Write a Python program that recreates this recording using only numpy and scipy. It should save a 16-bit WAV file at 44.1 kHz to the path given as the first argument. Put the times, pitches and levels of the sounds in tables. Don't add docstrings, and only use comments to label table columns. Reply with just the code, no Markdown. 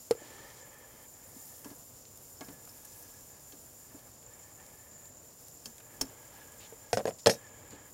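import sys
import numpy as np
from scipy import signal
from scipy.fft import rfft, irfft, next_fast_len
from scipy.io import wavfile
from scipy.ndimage import uniform_filter1d

SR = 44100
rng = np.random.default_rng(int(sys.argv[2]) if len(sys.argv) > 2 else 0)


def generate_wav(signal):
    frames = np.transpose(np.atleast_2d(signal))
    scaled = np.clip(frames, -1, 1) * 32767
    pcm = np.round(scaled).astype(np.int16)
    wavfile.write(sys.argv[1], SR, pcm)


def nominal_scale(level):
    x = np.asarray(level, float) / 20
    return 10 ** x


N = 349933
TIME = np.arange(N) / SR
AFTER = np.arange(SR // 3) / SR


def unit(x):
    return x / np.sqrt(np.mean(x ** 2) + 1e-20)


def drift(rate_hz):
    r = np.exp(-2 * np.pi * rate_hz / SR)
    wander = signal.lfilter([1], [1, -2 * r, r * r], rng.standard_normal(N + SR))
    return unit(wander[SR:])


def resonance(x, hz, width_hz):
    r = np.exp(-np.pi * width_hz / SR)
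    poles = [1, -2 * r * np.cos(2 * np.pi * hz / SR), r * r]
    return signal.lfilter([(1 - r * r) / 2, 0, (r * r - 1) / 2], poles, x)


def steep_band(x, hz, width_hz):
    return resonance(resonance(x, hz, width_hz), hz, width_hz)


def coloured(x, spectrum):
    hz, db = np.transpose(spectrum)
    size = next_fast_len(N)
    grid = np.maximum(np.arange(size // 2 + 1) * SR / size, 1)
    gain = nominal_scale(np.interp(np.log(grid), np.log(hz), db, -90, -90))
    return unit(irfft(rfft(x, size) * gain, size)[:N])


def sine(hz):
    return np.sin(2 * np.pi * hz * AFTER)


def dying(t60, rise_s=0.0001):
    return (1 - np.exp(-AFTER / rise_s)) * nominal_scale(-60 * AFTER / max(t60, .002))


def struck(modes, spread_db, rise_s=0.000087, free=1, centre_hz=5000, tilt_db=0):
    luck = nominal_scale(spread_db * rng.standard_normal(len(modes))) * rng.choice([-1, 1], len(modes))
    out = 0
    for strength, (hz, db, t60) in zip(luck, modes):
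        favoured_db = db + tilt_db * abs(np.log2(hz / centre_hz))
        out = out + strength * nominal_scale(favoured_db) * dying(free * t60, rise_s) * sine(hz)
    return out


def crack(hz, width_hz, t60):
    burst = steep_band(rng.standard_normal(len(AFTER)), hz, 1.8 * width_hz)
    return unit(burst) * dying(t60) / 2


def add(out, s, sound):
    at = round(s * SR)
    out[at:at + len(sound)] += sound[:N - at]


def swells():
    # start_s, length_s, gain_db
    passing = [
        (0.093, 0.8, 1.5),
        (2.301, 0.49, 2),
        (4.396, 0.45, 2),
        (5.802, 0.52, 3),
        (7.402, 0.6, 2.5),
    ]
    return sum(db * np.sin(np.pi * np.clip((TIME - s) / length, 0, 1)) ** 2 for s, length, db in passing)


def garden():
    # pitch_hz, level_db (per Hz)
    spectrum = [(15, -57), (25, -16.5), (108, -4), (196, -13.5), (228, -10.5), (258, -10.5), (412, -15),
                (468, -10.5), (1030, -19), (1140, -20), (1270, -22.5), (1670, -24.5), (4000, -33),
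                (5200, -28.5), (8800, -120)]
    level_db = -60 + swells() + .8 * drift(9)
    return nominal_scale(level_db) * coloured(rng.standard_normal(N), spectrum)


def insects():
    trill_hz = 40 * (1 + 0.077 * drift(1.28))
    throb_db = 1.5 * np.sin(2 * np.pi * np.cumsum(trill_hz) / SR) + .8 * drift(5.1) + 1.6 * drift(13)
    chorus = steep_band(rng.standard_normal(N), 7127, 480)
    return nominal_scale(-59 + throb_db) * unit(chorus)


def sizzle():
    # time_s, level_db
    frying = [(0, -57), (.4, -60), (.62, -59), (1.3, -58.5), (1.42, -53.5), (1.85, -57), (2.6, -57),
              (2.98, -53), (3.18, -57), (3.73, -58), (4.3, -61), (4.5, -59), (5.17, -61.5), (5.43, -57),
              (5.94, -59), (7.16, -59.5), (7.49, -62.5), (7.93, -63)]
    # pitch_hz, level_db (per Hz)
    fat_spectrum = [(6000, -13), (8200, -2.5), (11400, 1), (14500, 1.5), (15800, -1.5), (16000, -28)]
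    # pitch_hz, level_db (per Hz)
    juice_spectrum = [(2500, -14), (4200, -11.5), (5200, -3), (6400, -2), (8500, -8), (12000, -26)]
    fat_db = np.interp(TIME, *np.transpose(frying))
    juice_db = -65 + 0.82 * (fat_db - fat_db.mean())
    flurry = drift(9)
    born = rng.random(N) < 5000 * nominal_scale(2.5 * flurry) / SR
    sizes = nominal_scale(2.3 * np.minimum(rng.exponential(1, N), 4.5)) * rng.choice([-1, 1], N)
    grains = unit(born * sizes) + 0.57 * rng.standard_normal(N)
    fat = nominal_scale(fat_db - 0.53 + .4 * flurry) * coloured(grains, fat_spectrum)
    juice = nominal_scale(juice_db + 1.2) * coloured(grains[::-1], juice_spectrum)
    return fat + juice


def spits():
    # start_s, peak_db, centre_hz, t60_s
    pops = [(.742, -42, 9000, .012), (2.053, -44.5, 3030, 0.024), (2.174, -38.5, 9000, 0.018),
            (2.652, -38, 9000, 0.012), (2.85, -39, 11000, 0.044), (3.025, -42, 11070, .05),
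            (3.208, -40, 9000, .012), (3.898, -44, 9030, 0.011), (3.991, -50, 2980, .03),
            (4.227, -51, 1800, 0.017), (4.6, -46.5, 600, .04), (4.664, -43, 4990, 0.015),
            (4.702, -49, 4960, 0.013), (4.81, -43, 4500, 0.011), (5.001, -53, 7950, 0.013),
            (5.02, -54, 1000, .025), (5.055, -43, 3570, 0.017), (5.4832, -34, 8000, 0.01),
            (5.781, -43, 5000, 0.028), (5.8, -43, 8900, 0.013), (6.012, -27, 750, 0.013),
            (6.447, -53, 8030, 0.014), (6.521, -39, 8000, .012), (7.468, -44, 4000, 0.011),
            (7.627, -52, 8000, 0.011), (7.707, -41, 4060, 0.02), (7.9, -46, 5050, 0.011),
            (.112, -37.5, 600, 0.095), (7.043, -56, 1500, .03), (7.101, -43, 450, .03),
            (7.2695, -12.5, 1990, .03), (7.275, -29, 397, .08), (3.367, -51, 2790, .02)]
    out = np.zeros(N)
    for s, db, hz, t60 in pops:
        add(out, s, nominal_scale(db) * crack(hz, 1.56 * hz, t60))
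    return out


def strokes():
    # start_s, length_s, hum_db, change_db (over the stroke), hum_hz
    rubs = [(.14, .27, -63, -0.5, 1755), (.37, .17, -62, -2.5, 1792), (.5, 0.196, -64, -2.5, 1726),
            (.66, 0.42, -65.5, -1.5, 1760), (1.1, 0.57, -71, -4, 1760), (1.63, .12, -64, -10, 1666),
            (2.41, 0.26, -71, -6, 1700), (2.64, 0.58, -72, -1, 1684), (3.24, 0.33, -75.5, -1, 1680),
            (3.71, 0.4, -77, 5.5, 1720), (4.25, 0.29, -69, -2, 1740), (4.55, 0.56, -67.5, -9.5, 1745),
            (5.6, 0.44, -78, 11, 1690), (6.02, 1, -65.5, -3, 1668), (7.33, 0.58, -64.5, -2.5, 1692)]
    grip_s, let_go_s, resting_db = 0.057, 0.023, -92
    pressure = nominal_scale(resting_db)
    knots_s, knots_hz = [], []
    for s, length, db, change_db, hz in rubs:
        shape = np.clip(np.minimum((TIME - s) / grip_s, (s + length - TIME) / let_go_s), 0, 1)
        trend_db = change_db * np.clip((TIME - s) / length, 0, 1)
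        pressure = pressure + shape * nominal_scale(db + trend_db)
        knots_s += [s + grip_s, s + length - grip_s]
        knots_hz += [hz, hz]
    return 20 * np.log10(pressure), np.interp(TIME, knots_s, knots_hz)


def rubbing():
    # pitch_hz, width_hz, level_db
    bands = [(526, 148, 5.5), (805, 147, 4), (1194, 96, 1.5), (2100, 420, -2.5)]
    hum_db, hum_hz = strokes()
    rasp_db = -72 + 1.7 * (hum_db + 65)
    noise, grip = rng.standard_normal(N), drift(33)
    friction = noise * nominal_scale(0.35 * grip)
    body = sum(nominal_scale(db) * steep_band(friction, hz, 1.8 * width) for hz, width, db in bands)
    turns = 2 * np.pi * np.cumsum(hum_hz + 25 * grip) / SR
    hum = (.6 + 0.91 * drift(81)) * np.cos(turns) + 0.73 * drift(60) * np.sin(turns)
    rasp = unit(steep_band(friction, 3050, 380))
    flutter_db = 2.5 * unit(uniform_filter1d(grip, size=SR // 15))
    return nominal_scale(hum_db) * (nominal_scale(flutter_db) * hum + nominal_scale(3.5) * unit(body)) + nominal_scale(rasp_db) * rasp


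def scrapes():
    # start_s, length_s, level_db, centre_hz, width_hz
    drags = [
        (0.152, 0.52, -61, 4960, 3980),
        (6.301, 0.17, -66.5, 2480, 2000),
        (6.59, 0.092, -57, 2890, 2470),
        (7.063, 0.045, -52, 7000, 6000),
        (7.182, 0.03, -53.5, 5900, 3000),
        (7.698, 0.075, -62.5, 2530, 3955),
        (.2, 0.27, -60, 330, 250),
        (0.201, 0.23, -69, 2600, 1500),
        (6.301, 0.13, -63.5, 850, 301),
        (7.3, 0.053, -53, 7000, 6000),
    ]
    out = np.zeros(N)
    for s, length, db, hz, width_hz in drags:
        count = round(length * SR)
        rough = rng.standard_normal(SR)[:count]
        stroke = signal.windows.tukey(count, .4)
        add(out, s, nominal_scale(db) * unit(resonance(rough, hz, width_hz)) * stroke)
    return out


def shelf_bump():
    # start_s, peak_db
    bump = (0.1096, -10.5)
    # pitch_hz, level_db, t60_s
    wood = [(471, 2, 0.036), (353, -36, 0.19), (636, 0, 0.0083), (2250, -1, 0.0043), (4340, -7, 0.0082),
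            (5300, -15.5, 0.016)]
    out, (s, db) = np.zeros(N), bump
    knock = sum(nominal_scale(mode_db) * dying(t60, 0.0014) * sine(hz) for hz, mode_db, t60 in wood)
    add(out, s, nominal_scale(db) * (nominal_scale(-15) * crack(2200, 6800, 0.028) - knock))
    return out


def grate_taps():
    # start_s, tick_peak_db, tick_centre_hz, bars_db, bowl_boom_db
    taps = [
        (1.361, -72, 5030, -73, -62),
        (1.645, -43.5, 7000, -51, -38.5),
        (1.702, -52, 3000, -57, -43),
        (2.408, -45, 3000, -43, -44),
        (2.485, -52, 4000, -50, -42.5),
        (3.522, -47, 3600, -60, -47),
        (3.936, -63, 5000, -73, -44),
        (5.657, -38, 6000, -52, -55),
        (6.0112, -25, 6500, -38, -40),
        (7.722, -62, 3030, -52, -45),
    ]
    # pitch_hz, level_db, t60_s
    low_bars = [(634, 6, 0.037), (880, -1, 0.11), (1107, 3, 0.056), (1668, -6.5, 0.12), (2350, -19, 0.053)]
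    # pitch_hz, level_db, t60_s
    high_bars = [(2656, -4.5, 0.038), (3140, 0, 0.033), (4490, 0, .04), (5470, 3, 0.05), (6300, 2, 0.042),
                 (6920, 3, 0.038), (8530, -5, 0.05), (5880, -3, 0.055), (13200, -4, .04)]
    out = np.zeros(N)
    for s, tick_db, tick_hz, bars_db, boom_db in taps:
        tick = crack(tick_hz, tick_hz, 0.058) + nominal_scale(-9) * struck(high_bars, 2.3, 0.00044)
        bars = crack(730, 1230, 0.098) + nominal_scale(-8) * struck(low_bars, 1.8, 0.00042)
        stand = nominal_scale(5.5) * crack(64, 200, 0.11)
        bowl = sine(287) * dying(0.1, 0.0016) + nominal_scale(-8) * sine(390) * dying(0.052, 0.00091)
        boom = bowl + nominal_scale(-5.5) * crack(188, 335, 0.2)
        add(out, s, nominal_scale(tick_db) * tick + nominal_scale(bars_db) * (bars + stand))
        add(out, s + .0095, nominal_scale(boom_db) * boom)
    return out


def tongs():
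    # pitch_hz, level_db, t60_s
    arm = [(4210, 6, 0.028), (4500, 8, 0.038), (5400, 2.5, 0.095), (5200, 1.5, 0.16), (4960, 0, 0.072),
           (5650, 14, 0.026), (6120, 4, 0.064), (6470, -8, 0.15), (6680, 3, 0.068), (7900, -27, .15),
           (7800, -20, 0.079), (8560, -4, .13), (10000, -7, 0.1), (10700, -8, 0.1), (11590, -9, 0.1),
           (12300, -19, .15)]
    # start_s, level_db, free_share (of ring time), favoured_hz, tilt_db (per octave away)
    rings = [(1.541, -56, 0.18, 5290, -46), (2.372, -62, 0.36, 5520, -48), (2.41, -43, 0.13, 5200, -40),
             (2.4462, -59, 0.34, 5300, -60), (2.693, -56, 0.47, 5300, -60), (5.657, -49, 0.35, 5430, -13),
             (6.013, -37.5, 0.47, 5400, -24), (6.93, -35.5, 0.34, 5500, -4), (6.941, -53, 0.96, 5500, -2),
             (6.948, -43, 0.51, 9500, -20), (6.972, -37.5, 0.29, 5500, -5), (7.344, -56, 0.5, 5600, -20),
             (7.086, -48, 0.42, 10000, -12), (7.218, -63, .8, 5500, -14), (7.232, -63, 0.77, 5500, -16),
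             (7.2608, -22.5, 0.21, 5200, -22), (7.269, -28.5, 0.23, 5250, 1.5),
             (7.2952, -39.5, 0.53, 5500, 5), (7.305, -43, 0.66, 5500, 6), (7.311, -44, 0.54, 5700, -19),
             (7.336, -48, .7, 11000, -9)]
    out = np.zeros(N)
    pair = arm + [(1.3 * hz, db - 11, t60) for hz, db, t60 in arm]
    for s, db, free, centre_hz, tilt_db in rings:
        add(out, s, nominal_scale(db) * struck(pair, 0.98, 0.00075, max(free, .05), centre_hz, tilt_db))
    return out * nominal_scale(3.1 * drift(150))


def clear_rings():
    # start_s, peak_db, pitch_hz, t60_s
    clear = [(0.113, -39.5, 133, 0.11), (.113, -38.5, 850, 0.064), (.113, -47, 1290, .05),
             (.217, -42, 324, .07), (6.012, -36, 15500, .05), (6.012, -42, 10400, 0.066),
             (6.012, -44, 8500, .06), (6.935, -32.5, 110, 0.18), (6.975, -37, 110, 0.14),
             (1.364, -42, 259, 0.059), (1.646, -56.5, 1655, 0.14), (1.66, -53, 880, .12),
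             (1.69, -55, 287, 0.092), (2.4135, -47, 696, .05), (2.4133, -47, 1125, 0.074),
             (2.4135, -46, 2170, 0.048), (2.414, -50, 350, 0.14), (2.415, -60, 1370, 0.11),
             (2.445, -53, 5250, .06), (5.658, -44, 5470, .06), (5.658, -43, 6234, .05),
             (6.012, -41.5, 87, 0.08), (6.012, -46, 40, .2), (6.9305, -18.5, 710, 0.051),
             (6.9299, -21.5, 490, 0.085), (6.9305, -30, 1523, 0.047), (6.9305, -31, 2430, 0.036),
             (6.972, -42, 727, 0.11), (6.975, -34, 550, 0.08), (6.972, -27.5, 1520, 0.022),
             (6.99, -41, 712, 0.08), (7.0544, -27, 1680, 0.016), (7.0552, -31, 950, 0.015),
             (7.0779, -38, 1006, 0.043), (7.107, -29.5, 653, 0.024), (7.262, -24, 1300, .04),
             (7.269, -19, 1740, 0.033), (7.27, -26.5, 3320, .05), (7.269, -18, 547, 0.033),
             (7.2623, -9, 503, 0.03), (7.271, -25, 833, 0.056), (7.295, -23, 1820, 0.023),
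             (7.296, -45, 3820, 0.18), (7.296, -29, 5160, 0.086), (7.308, -31, 5663, 0.088),
             (7.311, -37, 6600, 0.075), (7.325, -48, 6000, 0.091), (7.333, -44, 11590, .08),
             (2.416, -55, 1655, .2), (2.53, -60, 1712, 0.36), (5.668, -49.5, 230, .25),
            (5.658, -46, 5204, .06), (5.658, -49, 4600, .05), (6.0185, -34.5, 268, .12),
            (6.018, -39, 427, .08), (6.012, -31, 5470, .045), (6.012, -38, 7000, .05),
            (6.012, -42, 11000, .05), (6.012, -43, 14000, .06), (6.012, -41, 930, 0.054),
            (2.409, -48, 5250, .018), (2.69, -53, 5250, .07), (2.371, -56, 5400, .05),
            (6.9919, -29, 560, .025), (7.0028, -30, 620, .018), (7.0079, -31, 580, .025),
            (7.0712, -24, 560, .022), (7.074, -33, 450, .04), (7.099, -36, 480, .03),
            (7.09, -28, 500, .012), (7.2889, -21, 550, 0.017), (7.3, -24, 600, .03),
            (7.27, -25, 1890, 0.036), (7.27, -29, 3220, .035), (7.27, -31, 2430, .04),
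            (7.2695, -24, 5210, .04), (7.298, -37, 5340, .08), (7.3, -39, 6610, 0.11),
            (7.3, -40, 8520, .11), (7.297, -28.5, 455, .1), (6.029, -45, 5500, .05), (6.02, -46, 7600, .05),
            (7.0664, -39, 6720, .055), (7.094, -44, 5300, .03), (7.079, -42, 4600, .03),
            (7.2608, -11, 4320, 0.013), (7.2705, -11.5, 520, .025), (6.947, -40, 5700, .03),
            (7.31, -46, 6830, .06)]
    out = np.zeros(N)
    for s, db, hz, t60 in clear:
        add(out, s, nominal_scale(db) * dying(t60, 0.00094) * sine(hz))
    return out


def bounces():
    # start_s, peak_db, centre_hz, t60_s
    touches = [(2.675, -49, 700, .04), (2.69, -52, 3000, .02), (5.4832, -37, 7000, .01),
               (5.9, -56, 1100, .08), (5.6573, -31, 5000, .008), (5.6575, -42, 2500, .015),
               (5.782, -45, 1995, .015), (5.803, -47, 1500, 0.033), (6.0125, -34, 12500, .02),
               (6.0147, -26, 5800, .012), (6.94, -36, 1500, .015), (6.95, -36, 1200, .015),
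               (6.992, -35, 1200, .012), (7.002, -36, 900, .012), (7.0072, -38, 800, .015),
               (7.0718, -35, 1500, .012), (7.09, -36, 900, .012), (7.096, -46, 7000, .02),
               (7.1078, -38, 1100, 0.014), (7.2605, -18, 3000, .01), (7.2718, -15, 4000, .01),
               (7.2985, -24, 2000, .012), (7.313, -33, 5500, .03), (7.321, -38, 6000, .03),
               (7.341, -44, 5800, .05), (7.355, -46, 3000, .02), (2.4085, -45, 4000, .02),
               (2.485, -50, 4000, .015), (7.055, -36, 3500, .02), (7.0785, -38, 4500, .02),
               (7.304, -32, 5500, .03), (7.332, -42, 5800, .04)]
    out = np.zeros(N)
    for s, db, hz, t60 in touches:
        add(out, s, nominal_scale(db) * crack(hz, 1.07 * hz, t60))
    return out


def tray_knocks():
    # start_s, thud_peak_db, thud_hz, clank_db, snap_db
    knocks = [(.218, -43, 456, -63, -60), (6.724, -40.5, 455, -53, -65), (6.9302, -25, 702, -26.5, -22),
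              (6.9359, -25, 492, -34, -42), (6.9719, -17, 556, -30.5, -29), (6.981, -35, 477, -37, -43),
              (6.991, -23, 543, -39, -43), (7.002, -31, 630, -56, -59), (7.007, -29, 554, -50, -55),
              (7.0546, -18, 480, -42, -36), (7.072, -51, 482, -41, -49), (7.0782, -20, 552, -36, -40),
              (7.089, -33, 496, -46, -46), (7.108, -42, 473, -49, -64), (7.2599, -22, 490, -18, -20.5),
              (7.2703, -7, 486, -24, -19), (7.288, -19, 543, -32, -39), (7.296, -18.5, 555, -20.5, -36),
              (7.312, -29, 493, -34, -26), (7.325, -36, 560, -56, -39), (7.351, -39.5, 485, -48, -56)]
    # pitch_hz, level_db, t60_s
    panel = [(114, -10, 0.11), (303, -15.5, 0.1), (455, -6, 0.065), (579, -7.5, 0.093), (749, -8, 0.065),
             (850, -8.5, 0.035), (1040, -15, 0.053), (1380, -13, 0.01)]
    # pitch_hz, level_db, t60_s
    rim = [(1760, 13, 0.0093), (1924, 1.5, 0.063), (2170, -15, 0.01), (2580, -24, 0.09), (2930, -33, 0.031),
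           (3170, -9, 0.073)]
    pressed_t60, free_t60 = 0.013, 0.089
    out = np.zeros(N)
    for s, thud_db, hz, clank_db, snap_db in knocks:
        damping = np.exp((-18.5 - clank_db + thud_db) / 3)
        t60 = pressed_t60 + (free_t60 - pressed_t60) / (1.5 + damping)
        dent = -3 * sine(1.18 * hz) * dying(0.014, 0.0029)
        thud = -sine(hz) * dying(t60, 0.00072) + nominal_scale(-7) * struck(panel, 2.7, 0.00061)
        rattle = nominal_scale(-23.5) * crack(650, 470, 0.11) + nominal_scale(-13) * crack(170, 102, 0.16)
        clank = crack(1470, 1820, 0.036) + nominal_scale(-17.5) * struck(rim, 0.87)
        snap = crack(4600, 4100, 0.014) + nominal_scale(-10) * crack(4600, 7200, 0.11)
        low = nominal_scale(thud_db - 2.5) * (dent + thud + rattle)
        add(out, s, low + nominal_scale(clank_db) * clank + nominal_scale(snap_db) * snap)
    return signal.sosfilt(signal.butter(2, 87, "high", fs=SR, output="sos"), out)


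def yard(x):
    echoes = [(.0043, -18), (.011, -18), (.023, -27), (.041, -25), (.067, -32)]   # delay_s, level_db
    dull = signal.lfilter([.5], [1, -.5], x)
    return sum(nominal_scale(db) * np.pad(dull, (round(s * SR), 0))[:N] for s, db in echoes)


def scene():
    steady = garden() + insects() + sizzle() + rubbing()
    contacts = spits() + scrapes() + bounces()
    blows = shelf_bump() + grate_taps() + tongs() + clear_rings() + tray_knocks()
    return (steady + contacts + blows + yard(blows))[None]


def band_limit(x):
    return signal.sosfilt(signal.butter(12, 16680, fs=SR, output="sos"), x)


def record(dry):
    top_cut = signal.cheby2(10, 40, 16750, fs=SR, output="sos")
    mix = signal.sosfilt(top_cut, dry)
    return band_limit(mix)


dry = scene()
out = record(dry)
generate_wav(out)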